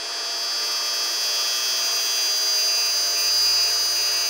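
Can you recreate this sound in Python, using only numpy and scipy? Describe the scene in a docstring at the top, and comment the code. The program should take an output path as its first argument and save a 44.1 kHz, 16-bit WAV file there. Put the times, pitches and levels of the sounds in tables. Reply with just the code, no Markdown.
"""Frying pan on an induction hob

The coil's field swells every mains half-cycle and the pan rings twice: a short knock, a longer swell.
The buzz builds as the pan warms and a lower rasp cuts in and out, over the case's hum and a cooling fan.
The hand lets go; the pan rocks briefly and settles into a narrower whine. A forearm bumps the table."""
import sys
import numpy as np
from scipy import signal
from scipy.fft import rfft, irfft
from scipy.io import wavfile
from scipy.ndimage import uniform_filter1d

SR = 44100
rng = np.random.default_rng(int(sys.argv[2]) if len(sys.argv) > 2 else 0)


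def put_to_file(sound):
    """Save the sound as 16-bit audio at rate SR, in the file named by the first command-line argument."""
    columns = np.atleast_2d(sound).T  # one column per channel
    safe = np.clip(columns, -1, 1)
    whole_steps = np.round(safe * 32767)
    wavfile.write(sys.argv[1], SR, whole_steps.astype(np.int16))


N = 189189
TIME = np.arange(N) / SR
FREQS = np.fft.rfftfreq(N, 1 / SR)
BUZZ_HZ = 120.004  # twice the mains frequency
PERIOD_MS = 1000 / BUZZ_HZ
LET_GO_S, REST_S = 1.8, 2.05  # the pan rocks between these


def undb(db):
    """Decibels to gain."""
    return 10 ** (np.asarray(db) / 20)


def unit(x):
    """Scale to rms 1."""
    return x / np.sqrt(np.mean(x ** 2))


def curve(table):
    """A (time [s], value) table, per sample."""
    return np.interp(TIME, *np.transpose(table))


def colour(points, hz):
    """Gain of a (frequency [Hz], level [dB]) spectrum at hz."""
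    f, db = np.transpose(points)
    return undb(np.interp(np.log(hz + 1), np.log(f), db))


def noise(gain):
    """Noise of rms 1, shaped by a gain per frequency."""
    return unit(irfft(rfft(rng.standard_normal(N)) * gain, N))


def walk(rate_hz):
    """Slow random drift, rms 1."""
    return noise(np.exp(-(FREQS / rate_hz) ** 2) * (FREQS > 0))


def after(at_s, ramp_s=0.033):
    """Ramp from 0 to 1, centred on at_s."""
    return np.clip((TIME - at_s) / ramp_s + .5, 0, 1)


def bump(ms, at_ms, sigma_ms):
    """Gaussian burst, once per half-cycle."""
    offset_ms = (ms - at_ms + PERIOD_MS / 2) % PERIOD_MS - PERIOD_MS / 2
    return np.exp(-.5 * (offset_ms / sigma_ms) ** 2)


# airflow spectrum: (frequency [Hz], relative level [dB])
AIR_SPECTRUM = [(30, -33), (130, -33), (200, -27), (290, -11.5), (400, -4), (520, -7), (700, -2),
                (1100, -4.5), (1650, -1.5), (2200, -6.5), (4000, -8), (7000, -10.5), (11000, -17),
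                (15500, -56)]
# vent duct resonances: (frequency [Hz], width [Hz], boost [dB])
DUCT_MODES = [(427.7, 28.4, 9), (932, 38, 7), (1190, 130, 6.5), (1439, 70, 5), (1708.6, 140, 4)]
# blade tones: (frequency [Hz], level [dB])
BLADE_TONES = [(341.2, -56.5), (682.5, -47)]


def fan(air_db=-36, gust_db=0.4, speed_wobble=.0015, flicker_db=2):
    """Air rushes through the resonant vent duct; the blades add two wavering tones."""
    duct_db = sum(db / (1 + (2 * (FREQS - hz) / width) ** 2) for hz, width, db in DUCT_MODES)
    air = noise(colour(AIR_SPECTRUM, FREQS) * undb(duct_db)) * undb(air_db + gust_db * walk(5.2))
    clock_s = np.cumsum(1 + speed_wobble * walk(3.6)) / SR
    blades = sum(undb(db) * unit(np.sin(2 * np.pi * hz * clock_s) * undb(flicker_db * walk(3.7)))
                 for hz, db in BLADE_TONES)
    return air + blades


# case hum: (harmonic of BUZZ_HZ, pan held [dB], pan seated [dB])
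HUM_PARTIALS = [(2, -76, -77), (4, -54, -55), (5, -49.5, -50), (9, -51.5, -56.5), (10, -46, -53),
                (11, -71, -64), (13, -52, -55.5), (15, -64, -76), (16, -49.5, -53), (17, -54, -55),
                (18, -63, -57.5), (19, -63, -51.5)]


def case_hum(seating, step_db=4, waver_db=2.0):
    """The coil shakes the case at low harmonics; the hum steps up as the first rasp catches."""
    quiet_db = step_db * (1 - after(RASP_SPELLS[0][0]))
    out = 0
    for k, held_db, seated_db in HUM_PARTIALS:
        db = held_db + seating * (seated_db - held_db) - quiet_db + waver_db * walk(2.7)
        cycles = round(k) * BUZZ_HZ * TIME + rng.random()
        out = out + undb(db) * np.sqrt(2) * np.sin(2 * np.pi * cycles)
    return out


# strong pan partials, relative levels: (harmonic of BUZZ_HZ, held [dB], seated [dB])
PAN_PARTIALS = [(20, -50.4, -49.0), (21, -47.2, -47.6), (22, -44.0, -44.3), (23, -50.1, -44.6),
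                (24, -70.0, -46.5), (25, -49.5, -49.0), (26, -49.0, -54.0), (27, -38.7, -52.5),
                (28, -40.5, -51.0), (29, -47.0, -56.4), (33, -47.1, -43.6), (35, -49.5, -44.7),
                (37, -41.0, -43.1), (38, -36.1, -35.9), (39, -34.9, -35.1), (40, -30.8, -23.9),
                (41, -38.1, -33.0), (42, -35.4, -31.9), (43, -40.2, -42.2), (44, -36.0, -48.0),
                (45, -41.9, -41.8), (46, -48.0, -46.1), (48, -39.2, -41.1), (50, -43.5, -42.5),
                (51, -35.1, -31.1), (52, -38.3, -42.3), (53, -48.5, -39.8), (54, -50.7, -44.1),
                (57, -47.9, -46.7), (73, -55, -51), (74, -47.5, -53), (75, -51, -48), (76, -60, -43),
                (77, -56, -66)]
# other pan partials and hiss: (frequency [Hz], relative level [dB])
PAN_SKIRT = [(2300, -57), (3000, -57), (5600, -50.5), (7000, -53), (7400, -60.5), (8500, -60.5),
             (8950, -42), (9400, -60.5), (10050, -59.5), (10500, -63.5), (11300, -62.5), (11750, -53),
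             (12400, -70), (14000, -59), (14400, -53), (14750, -61), (15250, -52), (15800, -53.5)]


def ring_cycles(lo_hz, hi_hz, throb, knock_ms=5.45, passes=30):
    """One half-cycle of a pan band, held and seated; the partials line up to follow the throb."""
    hz = np.arange(len(throb)) * BUZZ_HZ
    inside = (hz > lo_hz) & (hz < hi_hz)
    held, seated = colour(PAN_SKIRT, hz), colour(PAN_SKIRT, hz)
    for k, held_db, seated_db in PAN_PARTIALS:
        held[round(k)], seated[round(k)] = undb(held_db), undb(seated_db)
    gains = (held + seated) * inside
    phasors = at_knock = np.exp(-2j * np.pi * hz * knock_ms / 1000)
    for _ in range(passes):
        wave = throb * np.exp(1j * np.angle(np.fft.ifft(gains * phasors)))
        phasors = np.exp(1j * np.angle(np.fft.fft(wave)))
    # all bands cross zero together at the knock, which sharpens it
    knock_phase = np.angle(np.sum(gains * phasors / at_knock))
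    phasors = 1j * phasors * np.exp(-1j * knock_phase)
    return [np.fft.ifft(state * inside * phasors).real for state in (held, seated)]


# low ring drive, strongest around the letting go: (time [s], level [dB])
LOW_DRIVE = [(0, -39.5), (1.21, -36.5), (1.34, -33), (1.66, -33.5), (2.1, -34), (2.7, -41), (3.9, -42.5),
             (4.2, -41)]
# main ring drive: (time [s], level [dB])
MAIN_DRIVE = [(0.0, -32.5), (0.52, -26.5), (1.54, -26), (1.61, -27.5), (1.67, -24.5), (2.13, -25.5),
              (2.26, -24.5), (2.81, -22.5), (3.15, -23), (3.63, -20), (3.69, -23), (4.22, -23.5),
              (4.29, -25)]
# drive as the pan warms: name -> (full level [dB], initial drop [dB], time constant [s])
WARM_UP = {"middle": (-23, 7.3, 1.6), "upper": (-27, 13.1, 0.99), "whistle": (-40, 14.3, 1.08),
           "fizz": (-38.3, 19, 0.42), "sizzle": (-36.5, 22, 0.68)}


def band_drives_db(tilt, tilt_dip_db=7, sag_db_per_s=1.13, treble_waver_db=1.13, main_waver_db=0.37):
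    """Drive per band, low to high: heat builds the ring, tilt damps the low band, the treble wavers."""
    warm = {name: full_db - drop_db * np.exp(-TIME / tau_s)
            for name, (full_db, drop_db, tau_s) in WARM_UP.items()}
    low = curve(LOW_DRIVE) - tilt_dip_db * tilt
    main = curve(MAIN_DRIVE) + main_waver_db * walk(7.3)
    upper = warm["upper"] - sag_db_per_s * np.maximum(TIME - REST_S, 0)
    waver = treble_waver_db * walk(38)
    treble = [warm[name] + waver for name in ("whistle", "fizz", "fizz", "sizzle")]
    return [rasp_drive_db(), low, warm["middle"], main, upper, upper] + treble


# edges of the pan's ten bands [Hz]
BAND_EDGES_HZ = [2340, 2820, 3660, 4260, 5460, 6660, 7500, 9420, 11220, 13860, 15900]
# exponent of the seating per band; a higher one changes colour later
SEATING_EXPONENTS = [0.54, 6.1, 1, 0.39, 2.3, 1, 6.2, 1, 1, 1]
# ring per band in one half-cycle: (knock time [ms], knock sigma [ms], swell time [ms], swell sigma [ms],
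# swell level [dB], band trim [dB], hiss level [dB], phase jitter [rad], flicker [dB])
BAND_RINGS = [(5.7, 1.3, 1.6, 1.8, -4, 0, -12, .2, .5), (5.7, 1.0, 1.4, 1.2, -5, 0, -20, .1, .4),
              (5.3, .55, .4, 1.1, -3, -16.5, -20, .1, .4), (5.45, .37, 1.7, 1.25, -1.8, .2, -30, .05, .2),
              (5.5, .52, 8.2, 1.6, -3, -.5, -24, .09, .3), (5.3, .6, 1.0, 2.5, -6, -12, -16, .15, .8),
              (5.5, .6, 7.9, 1.4, -.5, -.3, -17, .15, 1.5), (5.5, .45, 1.5, 2.8, -7, -9.5, -8, .4, 1.7),
              (5.8, .65, 8.0, 2.8, -8, -6, -5, .7, 1.4), (6.2, .6, 8.2, 2.6, -1, -2, -6, 1.4, 1.4)]


def pan_ring(seating, sustain=0.207, hiss_sustain=0.15, echo_db=-15, flutter_db=0.32,
             chatter_below_hz=3700, chatter_factor=1.7, tilt_delay_ms=0.067, size=4096):
    """The field rings each band of the pan twice per half-cycle; the top bands repeat least exactly."""
    rocking, tilt = pan_rocking()
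    grid = np.arange(size)
    ms = grid / size * PERIOD_MS
    play = lambda cycle, t: np.interp(t * BUZZ_HZ % 1 * size, grid, cycle)
    # reflections off the moving cook make each partial waver by itself
    paths = [(rng.uniform(0.000922, .008), walk(3.2)) for _ in range(2)]
    bands = zip(BAND_EDGES_HZ, BAND_EDGES_HZ[1:], band_drives_db(tilt), SEATING_EXPONENTS, BAND_RINGS)
    out = 0
    for lo_hz, hi_hz, drive_db, exponent, ring in bands:
        knock_ms, knock_sigma, swell_ms, swell_sigma, swell_db = ring[:5]
        trim_db, hiss_db, jitter_rad, flicker_db = ring[5:]
        swell = undb(swell_db) * bump(ms, swell_ms, swell_sigma)
        throb = sustain + bump(ms, knock_ms, knock_sigma) + swell
        held, seated = ring_cycles(lo_hz, hi_hz, throb)
        # while the pan rocks, its lowest bands chatter and ring late on each tilt
        chatters = hi_hz < chatter_below_hz
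        rough = chatter_factor ** (chatters * rocking)
        late_s = chatters * tilt * tilt_delay_ms / 1000
        jitter_s = rough * jitter_rad * walk(63) / (np.pi * (lo_hz + hi_hz))
        clock_s = TIME - late_s + jitter_s
        share = seating ** exponent
        direct = (1 - share) * play(unit(held), clock_s) + share * play(unit(seated), clock_s)
        echo = sum(sway * play(unit(held + seated), clock_s - lag_s) for lag_s, sway in paths) / 2
        tone = unit(direct + undb(echo_db) * echo)
        hiss = noise(colour(PAN_SKIRT, FREQS) * (FREQS > lo_hz) * (FREQS < hi_hz))
        hiss = unit(hiss * play(throb + hiss_sustain, clock_s))
        flicker = undb(rough * flicker_db * walk(66))
        band = (tone + rough * undb(hiss_db) * hiss) * flicker
        out = out + undb(drive_db + trim_db) * unit(band)
    return out * undb(flutter_db * walk(25))  # uneven coil power


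# spells of the lower rasp: (start [s], end [s], level [dB])
RASP_SPELLS = [(0.598, 1.247, -41), (1.25, 2.299, -38.5), (2.582, 2.64, -36.5), (2.679, 2.91, -36),
               (3.155, 3.3, -35.5), (3.457, 3.535, -36.5), (3.562, 3.703, -36.5), (3.96, 4.29, -37)]


def rasp_drive_db(idle_db=-44.5, kick_db=3, kick_s=0.0063):
    """The pan's lowest band catches with a small kick and drops back at once."""
    db = np.full(N, float(idle_db))
    for start_s, end_s, level_db in RASP_SPELLS:
        on = (TIME >= start_s) & (TIME < end_s)
        db[on] = level_db + kick_db * np.exp(-(TIME[on] - start_s) / kick_s)
    return uniform_filter1d(db, size=200)


def pan_rocking(rock_hz=10.04):
    """The released pan rocks on the glass: gate and tilt, both 0 to 1."""
    rocking = after(LET_GO_S) - after(REST_S)
    return rocking, rocking * np.sin(np.pi * rock_hz * (TIME - LET_GO_S)) ** 2


def pan_seating(release_share=0.44, creep_s=0.25):
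    """0 held, 1 seated: a step as the hand lets go, then a creep once the pan is at rest."""
    creep = 1 - np.exp(-np.maximum(TIME - REST_S, 0) / creep_s)
    return np.clip(release_share * after(LET_GO_S) + (1 - release_share) * creep, 0, 1)


def forearm_thud(at_s=1.87, sigma_s=0.085, centre_hz=202, sigma_hz=45, level_db=-64):
    """The cook's forearm settles on the table top with a soft, dull bump."""
    thud = noise(np.exp(-.5 * ((FREQS - centre_hz) / sigma_hz) ** 2))
    return thud * undb(level_db) * np.exp(-.5 * ((TIME - at_s) / sigma_s) ** 2)


def scene():
    """Pan, hob, fan and forearm, in mono."""
    seating = pan_seating()
    return (pan_ring(seating) + case_hum(seating) + fan() + forearm_thud())[None]


def record(dry):
    """Steep low-pass at 15720 Hz."""
    return signal.sosfilt(signal.ellip(16, .1, 80, 15720, fs=SR, output="sos"), dry)


dry = scene()
out = record(dry)
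put_to_file(out)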